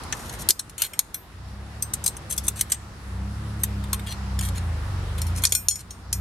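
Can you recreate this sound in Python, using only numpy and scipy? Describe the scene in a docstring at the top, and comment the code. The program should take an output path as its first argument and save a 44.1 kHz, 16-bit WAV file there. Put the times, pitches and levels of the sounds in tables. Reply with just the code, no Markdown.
"""Outdoors, at a bicycle: two flat steel wrenches are fitted to the bottom bracket.
A hook spanner clinks, slides and squeaks on the lock ring; a thin open wrench clacks and scrapes
onto the bearing cup. Blows and stick-slip ring each tool's bending modes; a few blows ring the bicycle.
Behind them: one far engine speeding up and slowing down, a wash of distant traffic, a faint hum.
A gain control ducks everything after the hardest clinks and recovers slowly."""
import sys
import numpy as np
from scipy import signal
from scipy.io import wavfile

SR = 44100
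rng = np.random.default_rng(int(sys.argv[2]) if len(sys.argv) > 2 else 0)


def int16_out(signal):
    """Quantize to a 16-bit WAV file."""
    q = np.round(np.clip(np.atleast_2d(signal).T, -1, 1) * 32767)
    wavfile.write(sys.argv[1], SR, q.astype(np.int16))


N = 273754
TIME = np.arange(N) / SR
RING_TIME = np.arange(SR // 3) / SR


def from_db(db):
    return 10 ** (np.asarray(db) / 20)


def rms(x):
    return np.sqrt(np.mean(x ** 2) + 1e-20)


def at_hz(spectrum, hz):
    """Table value at hz, interpolated over log frequency."""
    knots_hz, values = np.transpose(spectrum)
    return np.interp(np.log(hz), np.log(knots_hz), values)


def drift(rate_hz):
    """Random curve, spread about one."""
    knots = rng.standard_normal(int(N / SR * rate_hz) + 2)
    return np.interp(TIME * rate_hz, np.arange(len(knots)), knots)


def decay(t60_s):
    return from_db(-60 * RING_TIME / t60_s)


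def add(out, start_s, sound):
    start = int(start_s * SR)
    out[:, start:start + sound.shape[1]] += sound[:, :N - start]


def is_wrench(t_s):
    """Open wrench in use; hook spanner before and after."""
    return 1.6 < t_s < 3.7


# Steel on steel; thud is large for a blow square into the bracket:
# t/s, level/dB, treble reach f/Hz, thud re upper bands/dB, free ring/dB
BLOWS = [(0.035, -39, 9900, -17, -25), (0.1246, -20, 6250, -5, -41), (0.2945, -33, 8400, -8, -30),
         (0.336, -38, 12500, -6, 0), (0.4879, -9.5, 12800, -13.5, -8), (0.5056, -4, 9100, -26, -21),
         (0.5927, -11.5, 9500, -12.5, -19), (0.6955, -28, 10400, -10, -35), (0.78, -19, 11100, -7.5, -2),
         (0.8192, -4, 14400, -13.5, -13), (0.934, -22.5, 11400, 1, -7), (0.9912, -2.5, 11500, -16, -23),
         (1.1427, -12, 14200, -12, -8.5), (1.823, -12, 11900, -24, -10), (1.935, -13.5, 11500, -17.5, -24),
         (2.04, -19.5, 12400, -27, -9.5), (2.0608, -10, 11500, -21, -14), (2.077, -12, 11300, -27, -11),
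         (2.167, -28, 10100, -13, -23), (2.3778, -15, 11700, -19, -27), (2.4805, -10, 11800, -14.5, -29),
         (2.61, -8, 12100, -15.5, -33), (2.719, -6.5, 10000, -17, -11), (3.6341, -12, 16000, -15, -38),
         (3.839, -35, 12130, 1, -31), (3.93, -15, 12300, -11, -31), (3.942, -24.5, 11500, -7, -14),
         (3.994, -34.5, 12500, 2, -13), (4.3902, -23.5, 9520, -9, -25), (4.4096, -25.5, 10000, -7, -30),
         (5.216, -24.5, 9700, -14, -13), (5.2666, -34.5, 9600, -10, 0), (5.4367, -14.5, 11900, -5, -1),
         (5.4515, -9, 8800, -16, -24), (5.5217, -7, 9400, -11, -7), (5.5504, -5.5, 10930, -14, 2),
         (5.6843, -2, 9200, -22.5, 2), (5.71, -10, 9100, -16, 11), (5.756, -17, 8800, -16, -2.5),
         (5.906, -22.5, 8600, -12.5, -4), (6.128, -9.5, 9200, -16.5, -7)]


def blows(rebounds_per_ms=3.0, rebound_gain=0.71, contact_s=0.0073, choke_db=-7):
    """A first touch and a few milliseconds of tiny rebounds; each touch chokes the earlier ring."""
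    out = np.zeros((2, N))
    for start_s, level_db, reach_hz, thud_db, free_db in BLOWS:
        wrench = is_wrench(start_s)
        start = int(start_s * SR)
        ringing = slice(start, start + len(RING_TIME))
        out[:, ringing] *= from_db(choke_db * np.clip((TIME[ringing] - start_s) / contact_s, 0, 1))
        chatter_ms = 3.5 if wrench else 2.0
        size = int(chatter_ms * SR / 1000)
        force = rebound_gain * rng.standard_normal(size)
        force *= rng.random(size) < rebounds_per_ms * 1000 / SR
        force[0] = 1
        levels = from_db(level_db) * band_shares(wrench, reach_hz, thud_db)
        add(out, start_s, contact(force, tool_response(wrench, free_db), levels, contact_s))
    return out


# Edge sliding on the bracket: start t/s, end t/s, level/dB, treble reach f/Hz, thud re upper bands/dB
SCRAPES = [(0.137, 0.353, -43.5, 12000, -17), (0.388, 0.426, -35.5, 11200, -16),
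           (0.493, 0.509, -14, 10600, -11), (0.788, 0.812, -24.5, 12000, -5),
           (0.825, 0.866, -18, 13400, -5), (2.295, 2.34, -22.5, 11200, -15.5),
           (2.361, 2.364, -34, 12500, -18), (2.435, 2.474, -31.5, 11600, -14),
           (2.557, 2.61, -28.5, 10300, -11), (2.693, 2.747, -25.5, 10300, -10.5),
           (3.588, 3.627, -47, 14000, -12), (4.062, 4.129, -33.5, 12000, 0.5),
           (4.423, 4.491, -32, 11400, -7), (4.547, 4.581, -38, 9700, -2.5),
           (5.178, 5.195, -35.5, 12000, -4), (5.351, 5.397, -33.5, 9500, -10.5),
           (5.418, 5.441, -34, 9900, -20), (5.453, 5.471, -16, 8800, -25),
           (5.488, 5.515, -31.5, 11000, -24), (5.786, 5.813, -29, 9200, -11)]


def scrapes(slips_per_s=1400, uneven_db=5.0, free_db=-17):
    """An edge catches and slips on rough steel in unequal steps."""
    out = np.zeros((2, N))
    for start_s, end_s, level_db, reach_hz, thud_db in SCRAPES:
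        wrench = is_wrench(start_s)
        contact_s = max(end_s - start_s, 0.005)
        size = int(contact_s * SR)
        slips = (rng.random(size) < slips_per_s / SR) * rng.choice([-1, 1], size)
        pressure = np.linspace(0, 1, size) ** 0.087  # the hand leans in
        slip_db = uneven_db * np.minimum(rng.exponential(1, size), 4)
        force = pressure * slips * from_db(slip_db)
        levels = from_db(level_db) * band_shares(wrench, reach_hz, thud_db)
        add(out, start_s, contact(force, tool_response(wrench, free_db), levels, contact_s))
    return out


# Bending modes of each tool: f/Hz, relative level/dB, t60/s at 0 dB free ring
SPANNER_MODES = [(1477, -14, 0.13), (2170, -13.5, 0.11), (2460, -12.5, 0.23), (2760, -21.5, 0.22),
                 (3114, -8.5, .04), (3283, -9, .12), (3567, -10, .028), (4124, -8, 0.057),
                 (4220, -2, 0.083), (4800, -6.5, 0.016), (5466, 2.5, 0.14), (5970, 1, .11),
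                 (6370, -1.5, 0.11), (6867, 1.5, 0.16), (8360, 0.5, 0.14), (8750, 2, 0.25),
                 (9700, 2.5, 0.11), (9870, 4, 0.069), (11470, 4, 0.13), (12740, 10, 0.25), (14960, -8, .28)]
WRENCH_MODES = [(3484, -7, 0.04), (4090, -15, 0.078), (4890, -9, 0.083), (6200, 5.5, 0.12),
                (7120, -11, 0.096), (8414, 8.5, 0.15), (9000, 1, .08), (10020, -0.5, 0.14),
                (10320, 3.5, .07), (11600, -3, 0.066), (11770, 0, 0.07), (13630, -4.5, 0.22)]


def tool_response(wrench, free_db, pressed_t60_s=0.026, crack_db=6, tail_db=-25):
    """One tap: modes choked by the contact, free ring, the bracket's dense crack, faint outdoor tail."""
    modes = np.zeros((2, len(RING_TIME)))
    t60_scale = from_db(0.092 * free_db)  # firmer grip: weaker and shorter ring
    for hz, level_db, t60_s in (WRENCH_MODES if wrench else SPANNER_MODES):
        strike_point_db = 1.5 * rng.standard_normal()
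        beaming_db = 2 * rng.standard_normal((2, 1))
        phase = np.pi * rng.integers(2) + 0.83 * rng.standard_normal((2, 1))
        wave = np.sin(2 * np.pi * hz * RING_TIME + phase)
        envelope = decay(pressed_t60_s) + from_db(free_db) * decay(t60_scale * t60_s)
        modes += from_db(level_db + strike_point_db + beaming_db) * wave * envelope
    noise = rng.standard_normal((3, len(RING_TIME)))
    mid, sides = noise[0], noise[1:]
    crack = from_db(crack_db) * (mid + 0.56 * sides) * decay(t60_s=0.055)
    tail = from_db(tail_db) * sides * decay(t60_s=0.73)
    # Small parts radiate lows poorly; no touch is short enough to fill the very top.
    thin = signal.lfilter(*signal.butter(1, 2200, "high", fs=SR), crack + tail)
    return modes + signal.sosfilt(signal.butter(4, 13500, fs=SR, output="sos"), thin)


def band(x, low_hz, high_hz, order=2):
    return signal.sosfilt(signal.butter(order, [low_hz, high_hz], "band", fs=SR, output="sos"), x)


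# Edges of the low, middle, high and top contact bands: f/Hz
BAND_EDGES = [300, 4000, 7700, 11000, 15800]


def contact(force, response, levels, contact_s):
    """Force drives the steel; each band is scaled to its rms level over the contact time."""
    sound = signal.fftconvolve(response, force[None], axes=1)
    out = 0
    for low_hz, high_hz, level in zip(BAND_EDGES, BAND_EDGES[1:], levels):
        part = band(sound, low_hz, high_hz, order=3)
        out += level * part / rms(part[:, :int(contact_s * SR)])
    return out


# Hard-contact balance of each tool: relative level/dB in the middle, high, top band
SPANNER_BALANCE = [-0.5, 3, 2]
WRENCH_BALANCE = [-5, -0.5, -3]


def band_shares(wrench, reach_hz, thud_db, rolloff_order=4.7):
    """Band amplitudes at unit power: thud takes the lows; soft, longer contacts lose the top."""
    centres_hz = np.convolve(BAND_EDGES[1:], [0.5, 0.5], "valid")
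    balance = from_db(WRENCH_BALANCE if wrench else SPANNER_BALANCE)
    upper = balance / np.hypot(1, (centres_hz / reach_hz) ** rolloff_order)
    shares = np.r_[from_db(thud_db), upper / np.linalg.norm(upper)]
    return shares / np.linalg.norm(shares)


# Tones of the spanner's plate: f/Hz, level/dB
SQUEAK_TONES = [(4230, -34.5), (6020, -38.5)]


def squeak(start_s=4.075, length_s=0.078, pitch_waver=0.0143, rough_db=4):
    """The hook seats in the lock ring; fast stick-slip holds two tones that swell and fade."""
    swell = np.sin(np.pi * np.clip((TIME - start_s) / length_s, 0, 1))
    phase_per_hz = 2 * np.pi * np.cumsum(1 + pitch_waver * drift(120)) / SR
    out = 0
    for hz, level_db in SQUEAK_TONES:
        out += from_db(level_db + rough_db * drift(150)) * np.sin(hz * phase_per_hz)
    return swell * out


# Bicycle parts rung by blows: t/s, f/Hz, level/dB
KNOCKS = [(0.126, 1760, -27.5), (0.497, 380, -25.5), (3.931, 1080, -24.5), (5.439, 1524, -32)]


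def knocks(t60_s=0.074):
    """A blow passes through the bracket and excites one mode of the frame or chainring."""
    out = np.zeros((2, N))
    for start_s, hz, level_db in KNOCKS:
        ring = np.sin(2 * np.pi * hz * RING_TIME) * decay(t60_s)
        add(out, start_s, from_db(level_db) * ring[None])
    return out


# Engine run: t/s, firing f/Hz, base level/dB
ENGINE_RUN = [(0, 30, -55), (1.22, 26.6, -50), (1.38, 30.8, -32.5), (1.72, 35, -29.5), (2.24, 36, -35),
              (2.45, 32, -33.5), (2.6, 35.3, -30), (3.02, 34, -36), (3.13, 31.3, -27), (3.44, 35.8, -23),
              (3.8, 33.3, -24.5), (4.12, 33.6, -33.5), (4.4, 32.3, -25.5), (4.98, 22.5, -27.5),
              (5.32, 28.8, -26), (5.62, 30.7, -33), (6.02, 30.8, -37.5), (6.2, 31.7, -21)]
# Exhaust orders: multiple of the firing rate, relative level/dB
EXHAUST_ORDERS = [(2, 0.5), (3, -0.5), (4, 0), (5, -5), (6, 1), (7, -8.5), (9, -6.5)]
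# Response of exhaust pipe and sound path: f/Hz, gain/dB
EXHAUST_RESPONSE = [(45, -9), (56, -7), (65, 0.5), (71, -8), (83, 2.5), (100, -4.5), (114, -10.5),
                    (135, -16), (165, -21), (200, -9), (222, -25), (320, -20.5)]


def engine(waver_db=1.0):
    """Only low exhaust orders carry this far; each swells as the speed takes it through a resonance."""
    knots_s, knots_hz, knots_db = np.transpose(ENGINE_RUN)
    firing_hz = np.interp(TIME, knots_s, knots_hz)
    base_db = np.interp(TIME, knots_s, knots_db)
    firing_phase = 2 * np.pi * np.cumsum(firing_hz) / SR
    out = 0
    for order, order_db in EXHAUST_ORDERS:
        response_db = at_hz(EXHAUST_RESPONSE, order * firing_hz)
        gain = from_db(base_db + order_db + response_db + waver_db * drift(14))
        out += gain * np.cos(order * firing_phase + rng.uniform(0, 2 * np.pi))
    return np.sqrt(2) * out


# Traffic spectral density: f/Hz, relative level/dB
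TRAFFIC_SPECTRUM = [(25, -1.5), (55, 13.5), (130, 10.5), (220, 3), (350, 0), (550, -4), (950, 0.5),
                    (1600, -4), (2600, -11.5), (4500, -12.5), (8000, -22), (11500, -15.5), (15000, -49)]
# Traffic stereo image: f/Hz, left-right correlation
TRAFFIC_CORRELATION = [(100, 0.94), (250, 0.85), (500, 0.86), (1200, 0.24), (3000, 0.067)]


def traffic(level_db=-36, waver_db=1.5):
    """Wash of far tyres and motors: alike on both sides in the bass, diffuse above."""
    edges_hz = 22 * 2 ** np.arange(0, 9.6, 0.5)
    white = rng.standard_normal((2, 2, N))
    out = 0
    for k, (low_hz, high_hz) in enumerate(zip(edges_hz, edges_hz[1:])):
        mid, side = band(white[k % 2], low_hz, high_hz)  # adjacent bands independent
        centre_hz = np.sqrt(low_hz * high_hz)
        correlation = at_hz(TRAFFIC_CORRELATION, centre_hz)
        stereo = np.sqrt(1 + correlation) * mid + np.sqrt(1 - correlation) * side * [[1], [-1]]
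        out += from_db(at_hz(TRAFFIC_SPECTRUM, centre_hz) + waver_db * drift(12)) * stereo
    return from_db(level_db) * out / rms(out)


def hum(hz=50, level_db=-47):
    """Faint, steady low tone."""
    return from_db(level_db) * np.sin(2 * np.pi * hz * TIME)


def scene(left_db=0.53, right_db=-1.5):
    """Tools close by, slightly left, over the far engine and traffic."""
    tools = (blows() + scrapes() + squeak()) * from_db([[left_db], [right_db]])
    return tools + knocks() + engine() + traffic() + hum()


def smooth(x, tau_s):
    pole = np.exp(-1 / (tau_s * SR))
    return signal.lfilter([1 - pole], [1, -pole], x)


def gain_control(x, threshold_db=-18, sense_s=0.0056, attack_s=0.0024, release_s=0.96):
    """Ducks fast by the excess over the threshold, then creeps back up."""
    power = smooth(np.mean(x ** 2, axis=0), sense_s)
    excess_db = np.maximum(10 * np.log10(power + 1e-12) - threshold_db, 0)
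    release = np.exp(-TIME / release_s)
    held_db = np.maximum.accumulate(excess_db / release) * release
    return x * from_db(-smooth(held_db, attack_s))


def record(dry, cutoff_hz=15850):
    """Gain control, clipping of the peaks that slip past it, steep low-pass."""
    lowpass = signal.ellip(10, 0.1, 90, cutoff_hz, fs=SR, output="sos")
    return signal.sosfilt(lowpass, np.clip(gain_control(dry), -1, 1))


dry = scene()
out = record(dry)
int16_out(out)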